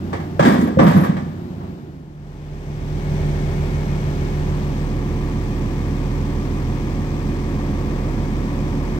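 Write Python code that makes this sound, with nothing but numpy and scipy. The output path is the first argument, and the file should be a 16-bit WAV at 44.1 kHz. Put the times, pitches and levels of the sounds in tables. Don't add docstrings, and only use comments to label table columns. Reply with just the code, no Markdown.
import sys
import numpy as np
from scipy import signal
from scipy.fft import rfft, irfft, next_fast_len
from scipy.io import wavfile
from scipy.ndimage import uniform_filter1d, map_coordinates

SR = 44100
rng = np.random.default_rng(int(sys.argv[2]) if len(sys.argv) > 2 else 0)


def wav_record(signal):
    frames = np.transpose(np.atleast_2d(signal))
    bounded = np.clip(frames, -1, 1)
    quanta = np.round(bounded * 32767).astype(np.int16)
    wavfile.write(sys.argv[1], SR, quanta)


N = 396459


def from_db(db):
    return 10 ** (np.asarray(db) / 20)


def rms_one(x):
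    return x / np.sqrt(np.mean(x ** 2) + 1e-20)


def steady(pair):
    return pair / np.sqrt(uniform_filter1d(pair.mean(axis=0) ** 2, size=SR // 2) + 1e-20)


def at_hz(points, hz, column=1):
    points = np.array(points)
    return np.interp(np.log(hz + 1e-9), np.log(points[:, 0] + 1e-9), points[:, column])


def since(s):
    return np.maximum(np.arange(N) / SR - s, 0)


def ramp(s, length):
    return np.minimum(since(s) / length, 1)


def drift(rate):
    knots = rng.standard_normal(int(rate * N / SR) + 4)
    steps = np.arange(0, N, 64)
    return np.interp(np.arange(N), steps, map_coordinates(knots, [1 + steps * rate / SR], order=3))


def burst(age, rise, t60):
    return np.minimum(age / rise, 1) * from_db(-60 * np.maximum(age - rise, 0) / t60)


def ring(drive, hz, t60):
    r, w = from_db(-60 / (t60 * SR)), 2 * np.pi * hz / SR
    return signal.lfilter([0, np.sin(w)], [1, -2 * r * np.cos(w), r * r], drive + 1e-18)


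def noise_band(hz, width_hz):
    return rms_one(ring(rng.standard_normal((2, N)), hz, t60=np.log(1000) / (np.pi * width_hz)))


def add(track, s, sound):
    start = round(s * SR)
    track[..., start:start + sound.shape[-1]] += sound


def pan_low(tone, pan_db, lag_ms):
    n = np.arange(N)
    late = np.interp(n - lag_ms * SR / 1000, n, tone)
    return np.sqrt(2) * np.array([tone * from_db(pan_db / 2), late * from_db(-pan_db / 2)])


# frequency in Hz, left over right in dB for the engines,
# the same for the hammer, likeness of the channels from 0 to 1.
STEREO_IMAGE = [(40, -12, -2, 0.99), (150, 0, -4, 0.99), (278, -2.5, -10, 0.93), (600, -1.3, 0, 0.65),
                (1110, 0.5, -1, 0.66), (2080, 6.5, 0, 0.19), (4240, 6, 4.5, 0), (7500, 23, 20, 0.03),
                (13800, 8.5, 13, 0.9)]
ENGINE_PAN, HAMMER_PAN, LIKENESS = 1, 2, 3


def eq_and_spread(pair, eq, lag_ms, peaks=(), tilt_db=0, pan=ENGINE_PAN):
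    size = next_fast_len(pair.shape[1])
    hz = np.fft.rfftfreq(size, 1 / SR)
    direct, diffuse = rfft(pair, size)
    level_db = at_hz(eq, hz) + tilt_db * np.log2(hz + 1)
    for centre, width, db in peaks:
        level_db += db / (1 + (2 * (hz - centre) / width) ** 2)
    alike = at_hz(STEREO_IMAGE, hz, LIKENESS)
    left_gain = from_db(at_hz(STEREO_IMAGE, hz, pan))
    lag_phase = 2 * np.pi * hz * lag_ms / 1000
    right = alike * np.exp(-1j * lag_phase) * direct + np.sqrt(1 - alike ** 2) * diffuse
    overlap = 2 * left_gain * alike * np.cos(np.minimum(lag_phase, np.pi / 2))
    gain = from_db(level_db) / np.sqrt(1 + left_gain ** 2 + overlap)
    out = irfft(gain * np.array([left_gain * direct, right]), size)[:, :pair.shape[1]]
    return out / np.sqrt(np.mean(out.mean(axis=0) ** 2))


SWELL_FULL_S, IDLE_ENTRY_S = 3.163, 1.85


def swell_db(db_per_s=15.5, depth_db=15.5):
    return -np.clip(db_per_s * (SWELL_FULL_S - np.arange(N) / SR), 0, depth_db)


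def turn(behind_case, in_open):
    return behind_case + (in_open - behind_case) * 0.9 * ramp(4.19, 0.8)


# multiple of its pitch, relative level in dB.
DRONE_PARTIALS = [(.25, -28), (.5, -10), (1, 0.5), (1.25, -16.5)]


def drone(pitch_hz=148.7):
    cycles = np.cumsum(pitch_hz * (1 + 0.0014 * drift(2.95))) / SR
    tone = sum(from_db(db + drift(4)) * np.sin(2 * np.pi * (multiple * cycles + rng.random()))
               for multiple, db in DRONE_PARTIALS)
    return from_db(turn(-24, -30) + swell_db()) * pan_low(tone, pan_db=-0.6, lag_ms=0.43)


def gear_whine():
    fade_in = ramp(IDLE_ENTRY_S, SWELL_FULL_S - IDLE_ENTRY_S)
    level = from_db(turn(-51.5, -66) + swell_db())
    return fade_in * level * noise_band(hz=2208, width_hz=80) * from_db([[4], [1]])


def combustion(firings, repeat_share, pulsing, cylinders=6):
    size = SR // 14
    knocks = rng.standard_normal((cylinders, 2, size)) * np.hanning(size)
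    loop = np.zeros((2, N + size))
    for k, start in enumerate(np.flatnonzero(np.diff(np.floor(firings)))):
        loop[:, start:start + size] += knocks[k % cylinders]
    repeating = np.sqrt(repeat_share) * rms_one(loop[:, :N])
    fresh = np.sqrt(1 - repeat_share) * rng.standard_normal((2, N))
    pulse = 1 + pulsing * sum(np.cos(2 * np.pi * k * firings + k * k) for k in (1, 2, 3, 6))
    return pulse * (repeating + fresh)


# multiple of the firing rate, relative level in dB
EXHAUST_TONES = [(1, 0, 0), (2, -3, -4), (2.5, -12, -13.5), (3, -16, -7), (3.5, -8, -12), (4.5, -19, -19),
                 (5, -18, -16), (6.5, -21, -15), (7, -22, -10), (7.5, -24, -16), (8, -25, -11),
                 (9, -12.5, -14), (10, -15, -19), (11, -33, -21), (12, -21, -22), (14, -23, -30),
                 (18, -35, -21), (21, -28, -28), (25, -38, -28), (27, -38, -30), (29, -38, -27),
                 (42, -38, -35), (45, -35, -35), (54, -32, -37), (55, -34, -42), (61, -42, -39)]
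# frequency in Hz, gain in dB.
RUMBLE_EQ = [(20, -11), (29, -7), (37, 14), (52, 10), (68, 13.5), (130, 15.5), (175, 4), (230, -30.5)]


def exhaust(firings):
    tones = 0
    for multiple, case_db, open_db in EXHAUST_TONES:
        phase = 2 * np.pi * (multiple * firings + rng.random())
        waver_db = 0.51 * multiple ** 0.39 * drift(5.7)
        tones += from_db(turn(case_db, open_db) + waver_db) * np.sin(phase)
    knocks = combustion(firings, repeat_share=0.25, pulsing=0.044)
    rumble = eq_and_spread(knocks, RUMBLE_EQ, lag_ms=0.257)
    return from_db(-26) * pan_low(tones, pan_db=-2, lag_ms=0.22) + from_db(-30) * rumble


# frequency in Hz, gain in dB.
BLOCK_CASE_EQ = [(100, -26), (170, -4.5), (260, -5.5), (330, -8.5), (390, -8), (450, -18), (600, -15.5),
                 (950, -19.5), (1400, -22.5), (2300, -23), (2800, -25), (5800, -28.5), (8400, -37.5),
                 (15800, -32)]
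BLOCK_OPEN_EQ = [(100, -39), (170, -7.5), (210, 3), (320, -4), (430, -11), (560, -12), (660, -19),
                 (1120, -17), (1400, -27), (2300, -25), (2800, -33.5), (5800, -37), (8400, -48.5),
                 (15800, -41.5)]
# centre in Hz, width in Hz, boost in dB.
COVER_PEAKS = [(1695, 21, 7), (1838, 55, 7.5), (2187, 25, 9), (2465, 27, 8.5), (3270, 590, 3.5),
               (5900, 170, 4)]


def engine_block(firings, crossover_hz=1400):
    knocks = combustion(firings, repeat_share=0.52, pulsing=0.081)
    behind_case = eq_and_spread(knocks, BLOCK_CASE_EQ, lag_ms=0.29, peaks=COVER_PEAKS)
    in_open = eq_and_spread(knocks, BLOCK_OPEN_EQ, lag_ms=0.2, peaks=COVER_PEAKS)
    body = turn(behind_case, in_open)
    block = signal.sosfiltfilt(signal.butter(2, crossover_hz, fs=SR, output="sos"), body)
    clatter = body - block
    lift_db = 1.8 * ramp(7.1, .5)
    return from_db(turn(-30, -28.88) + lift_db) * steady(block) + from_db(-46) * steady(clatter)


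def idling_diesel(idle_hz=40.4, excess_hz=1.3, settle_s=.85, entry_rise_s=.45):
    firing_hz = idle_hz + excess_hz * np.exp(-since(IDLE_ENTRY_S + entry_rise_s) / settle_s)
    firings = np.cumsum(firing_hz * (1 + .0008 * drift(9))) / SR
    entry_db = -14 * (1 - ramp(IDLE_ENTRY_S, entry_rise_s))
    return from_db(entry_db + swell_db()) * (exhaust(firings) + engine_block(firings))


THROTTLE_OFF_S = 1.68


def turbo(engine_db, start_hz=12470, top_hz=13480, rest_hz=8000, spool_s=.9, coast_s=.47):
    spooled_hz = start_hz + (top_hz - start_hz) * ramp(THROTTLE_OFF_S - spool_s, spool_s)
    hz = rest_hz + (spooled_hz - rest_hz) * np.exp(-since(THROTTLE_OFF_S) / coast_s)
    whistle = np.sin(2 * np.pi * np.cumsum(hz * (1 + .015 * drift(900))) / SR)
    level = from_db(-50.5 + .5 * engine_db + 3 * drift(15.3))
    fade_out = 1 - ramp(THROTTLE_OFF_S + 0.33, .27)
    return level * fade_out * whistle * from_db([[3], [-7]])


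# frequency in Hz, gain in dB.
ROAR_EQ = [(24, -48), (36, -17), (60, -6), (120, -1), (190, 1), (260, -1.5), (360, -3), (430, -15),
           (700, -18), (1100, -25), (2200, -34), (5000, -42), (8400, -49.5), (15800, -42)]


def power_pack(working_hz=89, surge_hz=7, coast_s=.9, sag_db_per_s=3, coast_db_per_s=16):
    coasting = since(THROTTLE_OFF_S)
    firing_hz = (working_hz + surge_hz * ramp(1.2, .22)) * np.exp(-coasting / coast_s)
    firings = np.cumsum(firing_hz) / SR
    level_db = -28.5 - sag_db_per_s * since(0) - coast_db_per_s * coasting
    roar = eq_and_spread(combustion(firings, repeat_share=0.19, pulsing=0.043), ROAR_EQ, lag_ms=0.3)
    firing_tone = pan_low(np.sin(2 * np.pi * firings), pan_db=-2, lag_ms=.3)
    firing_tone *= from_db(-3 + drift(6) - 70 * coasting)
    return from_db(level_db) * (roar + firing_tone) + turbo(level_db)


# pitch in Hz, relative level in dB, 60 dB decay in seconds.
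WALL_MODES = [(505, -8, .8), (578, -12, .8), (679, -8, .9), (812, -7, .5), (1142, -4, .35), (1195, -13, .7),
              (1642, -1.5, .36), (1755, -9, .5), (1800, -13, .5), (2210, -18, .65), (2490, -23, .7),
              (3270, -25, .5), (4590, -27, .6), (5600, -29, .6), (5780, -26, .5)]


def pile_ring(strikes):
    out = np.zeros((2, N))
    for hz, db, t60 in WALL_MODES:
        kicks = np.array([strikes, strikes])
        kicks[kicks > 0] *= rng.choice([-1, 1], np.count_nonzero(kicks))
        pan_db = at_hz(STEREO_IMAGE, hz, HAMMER_PAN)
        out += from_db(db - 7.5) * ring(kicks, hz, t60) * from_db([[pan_db / 2], [-pan_db / 2]])
    return out


# start in seconds, level in dB, 60 dB decay in seconds,
# brightness in dB per octave, most excited frequency in Hz.
STEEL_HITS = [(.129, -24, .24, 0, 2150), (.199, -37, 0.35, 1, 2150), (.394, -16, 0.23, .7, 1490),
              (.425, -18, .28, 1, 1650), (.449, -16, 0.73, 1.1, 1600), (.611, -35.5, 0.14, 7, 1800),
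              (.672, -28, 0.18, -1.5, 1750), (.789, -12.8, 0.47, -1.5, 1390), (.865, -21.5, 0.94, 1, 1700),
              (.962, -23, 0.55, -2, 1290), (1.035, -26, 0.45, 0, 1760), (1.166, -30, 0.26, 0, 1900),
              (1.605, -42.5, .41, -1.5, 1200)]
# frequency in Hz, gain in dB.
CRASH_EQ = [(180, -32), (300, 0), (600, -3), (1150, -6), (1430, -16), (1750, -16.5), (2200, -17),
            (2700, -26), (3400, -23.5), (4200, -30), (6000, -35.5), (8400, -38), (15800, -45)]


def clangs(ragged_db=3.5, focus_db=5, focus_width_hz=550):
    crashes, strikes = np.zeros((2, N)), np.zeros(N)
    age = np.arange(SR) / SR
    hz = np.fft.rfftfreq(SR, 1 / SR)
    peak_heights = np.minimum(rng.standard_normal(len(hz[::10])), 2)
    dense_modes = from_db(ragged_db * np.interp(hz, hz[::10], peak_heights))
    for s, db, t60, bright_db, focus_hz in STEEL_HITS:
        steel = irfft(dense_modes * rfft(rng.standard_normal((2, SR))), SR)
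        focus = [(focus_hz, focus_width_hz, focus_db)]
        crash = eq_and_spread(steel, CRASH_EQ, lag_ms=0.56, peaks=focus, tilt_db=bright_db, pan=HAMMER_PAN)
        add(crashes, s, from_db(db) * burst(age, rise=0.0023, t60=t60) * crash)
        strikes[round(s * SR)] = from_db(db)
    return crashes + pile_ring(strikes)


# centre in Hz, width in Hz, relative level in dB.
BUZZ_BANDS = [(11600, 160, 0.5), (13250, 120, -15)]


def buzz(start, db, trend_db_per_s, attack_s=.025, hold_s=0.24, release_s=.15):
    bands = sum(from_db(band_db) * noise_band(hz, width) for hz, width, band_db in BUZZ_BANDS)
    held_db = db + trend_db_per_s * np.minimum(since(start), hold_s)
    release_db = -60 * since(start + hold_s) / release_s
    flutter_db = 3.2 * drift(70.2)
    envelope = ramp(start, attack_s) * from_db(held_db + release_db + flutter_db)
    return envelope * bands * from_db([[8], [-8]])


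def boom(db, hz, t60, modes=25):
    age = np.arange(SR) / SR
    octaves = np.linspace(-1.4, 1, modes) + rng.normal(0, .03, modes)
    weights = 1 / (1 + (octaves / 0.39) ** 2)
    cycles = np.outer(hz * 2 ** octaves, age) + rng.random((modes, 1))
    envelope = burst(age, rise=0.011, t60=t60)
    panels = envelope * (weights @ np.sin(2 * np.pi * cycles))
    return from_db(db) * panels * np.linalg.norm(envelope) / np.linalg.norm(panels)


# start in seconds, knock level in dB, knock pitch in Hz,
# knock 60 dB decay in seconds, boom delay in seconds, boom level in dB, boom pitch in Hz,
# loss at the first bounce in dB, buzz level in dB, buzz trend in dB per second.
HAMMER_BLOWS = [(.3935, -2.5, 557, .031, .048, -8.5, 231.3, 4, -43.5, -50),
                (.77, -10, 525, 0.092, .034, -7.5, 184, 2.5, -49.5, 25)]


def hammer(booms=4, bounce_s=.14):
    thuds, buzzes, age = np.zeros(N), np.zeros((2, N)), np.arange(SR) / SR
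    for s, knock_db, knock_hz, knock_t60, delay, boom_db, boom_hz, loss_db, _, _ in HAMMER_BLOWS:
        knock = burst(age, rise=0.0033, t60=knock_t60) * np.sin(2 * np.pi * knock_hz * age)
        add(thuds, s, from_db(knock_db) * knock)
        add(thuds, s, boom(db=-11.5, hz=164.8, t60=0.18))
        for k in range(booms):
            add(thuds, s + delay + k * bounce_s, boom(boom_db - loss_db * k ** 2, boom_hz, t60=0.69))
    for s, *_, buzz_db, trend in HAMMER_BLOWS:
        buzzes += buzz(s + .045, buzz_db, trend)
    return from_db(-1.5) * pan_low(thuds, pan_db=-1.5, lag_ms=0.44) + buzzes


def scene():
    return power_pack() + idling_diesel() + gear_whine() + drone() + clangs() + hammer()


# frequency in Hz, gain in dB.
INLET_EQ = [(6500, -0.5), (8350, 0.5), (9100, -9.5), (10500, -8.5), (12000, -7), (15800, -10.5)]


def record(dry, cutoff_hz=15800, fade_samples=150):
    size = next_fast_len(N)
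    from_edge = np.minimum(np.arange(N), np.arange(N)[::-1])
    fades = np.sin(np.pi / 2 * np.minimum(from_edge / fade_samples, 1)) ** 2
    inlet = from_db(at_hz(INLET_EQ, np.fft.rfftfreq(size, 1 / SR)))
    coloured = irfft(rfft(dry * fades, size) * inlet, size)[:, :N]
    rounded = coloured / (1 + coloured ** 8) ** (1 / 8)
    return signal.sosfilt(signal.ellip(12, .1, 90, cutoff_hz, fs=SR, output="sos"), rounded)


dry = scene()
out = record(dry)
wav_record(out)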